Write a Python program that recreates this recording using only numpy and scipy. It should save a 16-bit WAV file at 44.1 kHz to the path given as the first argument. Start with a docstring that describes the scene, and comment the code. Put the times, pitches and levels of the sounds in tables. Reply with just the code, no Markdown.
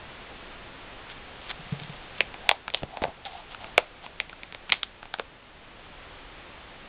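"""Microphone hiss, then plastic film crinkling: a hand works over a binder page of card sleeves.
The film slides in tiny stick-slips and rubs the page; the binder bumps softly on its support.
Pockets buckle with sharp snaps that ring film, page and binder in a small room.
A close camera picks it up, hears little above 4 kHz and overloads on the hardest snaps."""
import sys
import numpy as np
from scipy import signal
from scipy.fft import rfft, irfft, next_fast_len
from scipy.io import wavfile

SR = 44100
rng = np.random.default_rng(int(sys.argv[2]) if len(sys.argv) > 2 else 0)


def bounce(signal):
    """Save signal as a 16-bit WAV file at the path given by the first command-line argument."""
    frames = np.transpose(np.atleast_2d(signal))
    limited = np.clip(frames, -1, 1)
    pcm = np.round(limited * 32767).astype(np.int16)
    wavfile.write(sys.argv[1], SR, pcm)


N = 303408

# Pocket buckles. 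Small taut patch: bright. Clean flip: focused. The place sets the page knock.
# (time [s], film [dB], brightness [dB/octave], focus [dB], page [dB], page [Hz])
POCKET_SNAPS = [(1.799, -5, 9, 2.5, -6, 820), (1.8354, -12.5, 5, -5, -12.5, 690),
                (2.2066, 24, 5, 23.5, 15, 440), (2.3422, -0.5, 2, 15.5, 2, 830),
                (2.492, 26, -1, 4.5, 24, 930), (2.5134, 14, 7.5, 2.5, 22, 800),
                (2.6803, 7, -12, 4, 7.5, 1000), (2.702, -2, 8, 6, -4.5, 720),
                (2.739, -5, 9.5, -4, 4.5, 580), (2.7462, 5.5, 9, -7.5, 11, 560),
                (2.8333, 1.5, -8, 7, 11, 480), (2.9714, 0, -3, 2.5, 8, 710), (3.0199, 2.5, 1, 7, 8, 520),
                (3.0383, 10.5, 5, 8.5, 14, 430), (3.0409, 1, -17, 7, 21, 700),
                (3.0519, -7, -6, -3, 12, 690), (3.2528, -14, 17, -6, -3, 650),
                (3.5473, -2, -13.5, 4, 1, 930), (3.644, -2, -16, 11, -4, 775),
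                (3.7796, 26.5, -6, 6.5, 28, 610), (4.0639, -3, -1, 13.5, 2.5, 930),
                (4.2017, 16.5, 16, 18.5, 8, 710), (4.296, -2.5, 0, 11, -10, 660),
                (4.3299, -9.5, -18, 3.5, -7, 840), (4.4337, 1, 5, 10, -7.5, 420),
                (4.5246, -4, 18, 9.5, -8, 800), (4.5479, 0, 16, 11.5, 1, 690),
                (4.695, 2.5, -15.5, 8.5, 1, 930), (4.7006, 9.5, 6, 20, -20, 790),
                (4.7218, 22, 2.5, 6, 11, 600), (4.7228, 15.5, 2.5, -2.5, 2, 600),
                         (4.7301, 9, 20, 9, 8, 840), (4.7406, 7.5, 2.5, 10, -7, 432),
                (4.832, 5, 3, -6, -2, 764), (5.0295, -5, -14.5, 4.5, -0.5, 850),
                (5.0552, -7, -6.5, 18, -2, 810), (5.1403, 6, -5, -3.5, 11, 890),
                (5.1866, -4, -11, 6, -0.5, 785), (5.1966, 9.5, -12.5, 5.5, 14.5, 516)]
# pocket film modes (centre [Hz], width [Hz])
FILM_MODES = [(1400, 580), (2380, 1154), (3350, 2060)]
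# binder knock mode (centre [Hz], width [Hz])
BINDER_MODE = (199, 120)
# echoes off table and camera body (delay [s], gain [ratio])
NEAR_ECHOES = [(.0018, 0.11), (.0083, 0.074), (0.0103, .08), (0.019, 0.015)]
# room decay (frequency [Hz], t60 [s])
ROOM_T60 = [(150, 0.41), (700, .22), (2500, 0.18), (5000, 0.23)]
# film slides (midpoint [s], length [s], crinkle [dB], page rub [dB])
FILM_STROKES = [(1.106, 0.027, -42.5, -68), (1.456, .07, -48.5, -83), (1.507, .013, -30, -47),
                (1.827, 0.43, -51, -56), (2.189, 0.046, -44.5, -60), (2.459, .05, -55, -45.5),
                (2.778, 0.039, -45, -63), (2.965, 0.1, -58, -45), (3.028, 0.01, -39.5, -30),
                (3.086, 0.04, -55, -40.5), (3.265, 0.018, -42.5, -45), (3.352, 0.094, -46, -44),
                (3.52, 0.036, -48, -51.5), (3.642, .07, -49.5, -44.5), (4.047, 0.026, -45, -49.5),
                (4.759, .05, -44.5, -61)]
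# crinkle colour (frequency [Hz], level [dB])
CRINKLE_SPECTRUM = [(300, -35), (1000, -4), (2000, -3), (3200, 1), (4500, -3), (5500, -6), (8000, -65)]
# binder bumps (time [s], ring [dB], thud [dB])
BINDER_BUMPS = [(1.592, -36, -68), (1.662, -39.5, -74), (1.7209, -18.5, -53), (1.814, -32.5, -55),
                (1.84, -35.5, -54), (1.892, -30.5, -70), (2.823, -28, -33), (2.8329, -36.5, -24.5),
                (3.02, -55, -25), (3.042, -33.5, -36.5), (3.083, -51, -35)]
# modes of the binder on its support (frequency [Hz], level [dB], t60 [s])
SUPPORT_MODES = [(146.5, -7, 0.2), (162.7, 5.5, 0.058), (450, -18, 0.11)]
# hiss colour (frequency [Hz], level [dB])
HISS_SPECTRUM = [(10, -8), (35, 7.5), (80, 6), (200, 2.5), (600, 3.5), (1500, 1), (3000, -1), (5000, -8),
                 (6500, -37)]
# rumble colour (frequency [Hz], level [dB])
RUMBLE_SPECTRUM = [(8, -4.5), (25, 3.5), (45, -3), (100, -16), (250, -21), (800, -55.5)]
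# background dips, placed after hard snaps (time [s], depth [dB])
BACKGROUND_DIPS = [(2.5, 4), (3.799, 3.5), (4.73, 5)]
# camera microphone response (frequency [Hz], gain [dB])
MIC_RESPONSE = [(3400, 0), (3750, -1.5), (3900, -11), (4010, -13.5), (4130, -11), (4300, -7.5),
                (4650, -15.5), (5000, -30.5), (5300, -43.5), (6000, -85)]

LEAD_S = 0.004  # a pocket starts to give this long before it flips


def snaps(ring_db=-13, ring_t60_s=0.13, page_width_hz=480, leak_hz=370, leak_width_hz=370):
    """Each buckle sounds through the pocket film, the card-filled page and the binder."""
    out = np.zeros(N)
    octaves = np.log2([hz / FILM_MODES[1][0] for hz, _ in FILM_MODES])
    for time_s, film_db, tilt_db_per_oct, focus_db, page_db, page_hz in POCKET_SNAPS:
        # tilt about the middle mode; focus lowers the outer two
        gains = amp(film_db + tilt_db_per_oct * octaves - focus_db * (octaves != 0))
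        binder_db = -5.5 + 0.21 * film_db

        def body(f):
            film = sum(gain * resonance(f, *mode) ** 2 for mode, gain in zip(FILM_MODES, gains))
            page = amp(page_db) * resonance(f, page_hz, page_width_hz) ** 2
            # bass leaks round the thin page instead of radiating
            highpass = f ** 2 / (leak_hz ** 2 - f ** 2 + 1j * f * leak_width_hz)
            radiation = highpass ** 2 * 1j * f / (leak_hz + 1j * f)
            return radiation * (film + page) + amp(binder_db) * resonance(f, *BINDER_MODE)

        push = buckle()
        add(out, time_s - LEAD_S, filtered(push, body))
        # the heavy page rings on after the film
        t = np.arange(len(push)) / SR
        burst = rng.standard_normal(len(t)) * amp(-60 * t / ring_t60_s)
        ring = filtered(burst / np.linalg.norm(burst), lambda f: resonance(f, 720, 580) ** 2)
        add(out, time_s, amp(page_db + ring_db) * ring)
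    return out


def buckle(creak_db=-15, creak_rise_s=0.0007, flutter_db=-12, flutter_t60_s=0.011, room_db=-18):
    """Film creaks, flips and flutters; near surfaces and the room answer."""
    tail = room_tail()
    t = np.arange(len(tail)) / SR - LEAD_S
    flip = round(LEAD_S * SR)
    grit = lambda envelope: unit(rng.standard_normal(len(t)) * envelope) / np.sqrt(len(t))
    creak = grit((t < 0) * np.exp(-abs(t) / creak_rise_s))
    flutter = grit((t > 0) * amp(-60 * abs(t) / flutter_t60_s) * (1 - np.exp(-abs(t) / 0.0019)))
    push = amp(creak_db) * creak + amp(flutter_db) * flutter
    push[flip] += 1
    for delay_s, gain in NEAR_ECHOES:  # paths shift as page and camera move
        shifted_s = abs(delay_s * (1 + 0.08 * rng.standard_normal()))
        push[flip + round(shifted_s * SR)] += gain
    add(push, LEAD_S, amp(room_db) * tail)
    return push


def strokes(tick_db=-6, rub_hz=754, rub_width_hz=250):
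    """Sliding film crinkles, with stray ticks, and rubs a hollow note out of the page."""
    out, t = np.zeros(N), np.arange(N) / SR
    crinkle = unit(coloured(slips(rate_per_s=2500, spread_db=5), CRINKLE_SPECTRUM))
    ticks = unit(coloured(slips(rate_per_s=160, spread_db=0.5), CRINKLE_SPECTRUM))
    crinkle += amp(tick_db) * ticks
    friction = slips(rate_per_s=820, spread_db=0.5)
    rub = unit(filtered(friction, lambda f: resonance(f, rub_hz, rub_width_hz) ** 2))
    for middle_s, length_s, crinkle_db, rub_db in FILM_STROKES:
        pressure = np.exp(-2 * ((t - middle_s) / length_s) ** 2)
        out += pressure * (amp(crinkle_db) * crinkle + amp(rub_db) * rub)
    return out


def slips(rate_per_s, spread_db):
    """Tiny stick-slip releases of uneven size."""
    releases = rng.random(N) < rate_per_s / SR
    return releases * rng.standard_normal(N) * amp(spread_db * rng.standard_normal(N))


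def bumps(attack_s=0.006, thud_hz=85, thud_t60_s=0.05, knock_gain_db=42.5):
    """Soft pushes ring the binder on its support; firm ones thud and knock its cover."""
    out, t = np.zeros(N), np.arange(SR // 3) / SR
    thud = np.sin(2 * np.pi * thud_hz * t) * amp(-60 * t / thud_t60_s)
    onset = 1 - np.exp(-(t / attack_s) ** 2)
    for time_s, ring_db, thud_db in BINDER_BUMPS:
        ring = np.zeros(len(t))
        for hz, level_db, t60_s in SUPPORT_MODES:
            detuned_hz = hz * (1 + 0.01 * rng.standard_normal())
            ring += amp(level_db - 60 * t / t60_s) * np.sin(2 * np.pi * detuned_hz * t)
        add(out, time_s, amp(ring_db) * ring * onset + amp(thud_db) * thud)
        knock = filtered(buckle(), lambda f: resonance(f, *BINDER_MODE))
        add(out, time_s - LEAD_S, amp(thud_db + knock_gain_db) * knock)
    return out


def room_tail(rise_s=0.0014):
    """Diffuse tail of energy 1; each frequency decays at its own rate."""
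    hz, t, spectrum = signal.stft(rng.standard_normal(SR // 3), SR, nperseg=256)
    decay = amp(-60 * t / along(ROOM_T60, hz)[:, None])
    _, tail = signal.istft(spectrum * decay, SR, nperseg=256)
    tail *= 1 - np.exp(-np.arange(len(tail)) / SR / rise_s)
    return tail / np.linalg.norm(tail)


def background(hiss_start_db=-44.5, rumble_start_db=-53.5, drift_db_per_s=-0.3174,
               fall_s=0.034, hold_s=0.72, recover_s=0.54):
    """Microphone hiss over faint rumble; both fade slowly, and dip and recover together."""
    t = np.arange(N) / SR
    corners_s = np.cumsum([0, fall_s, hold_s, recover_s])
    dips_db = [depth_db * np.interp(t - time_s, corners_s, [0, 1, 1, 0])
               for time_s, depth_db in BACKGROUND_DIPS]
    hiss = amp(hiss_start_db) * unit(coloured(rng.standard_normal(N), HISS_SPECTRUM))
    rumble = amp(rumble_start_db) * unit(coloured(rng.standard_normal(N), RUMBLE_SPECTRUM))
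    return amp(drift_db_per_s * t - np.max(dips_db, axis=0)) * (hiss + rumble)


def amp(db):
    """Decibels to gain."""
    return 10 ** (np.asarray(db) / 20)


def unit(x):
    """Scale to rms 1."""
    return x / np.sqrt(np.mean(x ** 2) + 1e-20)


def along(points, hz):
    """Interpolate (frequency [Hz], value) points on a log axis."""
    point_hz, values = np.transpose(points)
    return np.interp(np.log(hz + 1), np.log(point_hz + 1), values)


def filtered(x, response):
    """Apply a complex frequency response."""
    size = next_fast_len(len(x) + 8192)
    hz = np.fft.rfftfreq(size, 1 / SR)
    return irfft(rfft(x, size) * response(hz), size)[:len(x)]


def coloured(x, points):
    """Apply a (frequency [Hz], gain [dB]) curve."""
    return filtered(x, lambda hz: amp(along(points, hz)))


def resonance(f, centre_hz, width_hz):
    """Causal response of one damped mode."""
    return 1j * f * width_hz / (centre_hz ** 2 - f ** 2 + 1j * f * width_hz)


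def add(track, time_s, sound):
    """Mix a sound into the track."""
    part = track[round(time_s * SR):][:len(sound)]
    part += sound[:len(part)]


def scene():
    """All sources at one microphone."""
    return (snaps() + strokes() + bumps() + background())[None]


def record(dry):
    """Narrow-band camera; the hardest snaps overload near full scale."""
    cutoff_hz = 15600
    overloaded = np.clip(coloured(dry[0], MIC_RESPONSE), -0.86, 0.9)
    return filtered(overloaded, lambda hz: 1 / (1 + (hz / cutoff_hz) ** 40))[None]


dry = scene()
out = record(dry)
bounce(out)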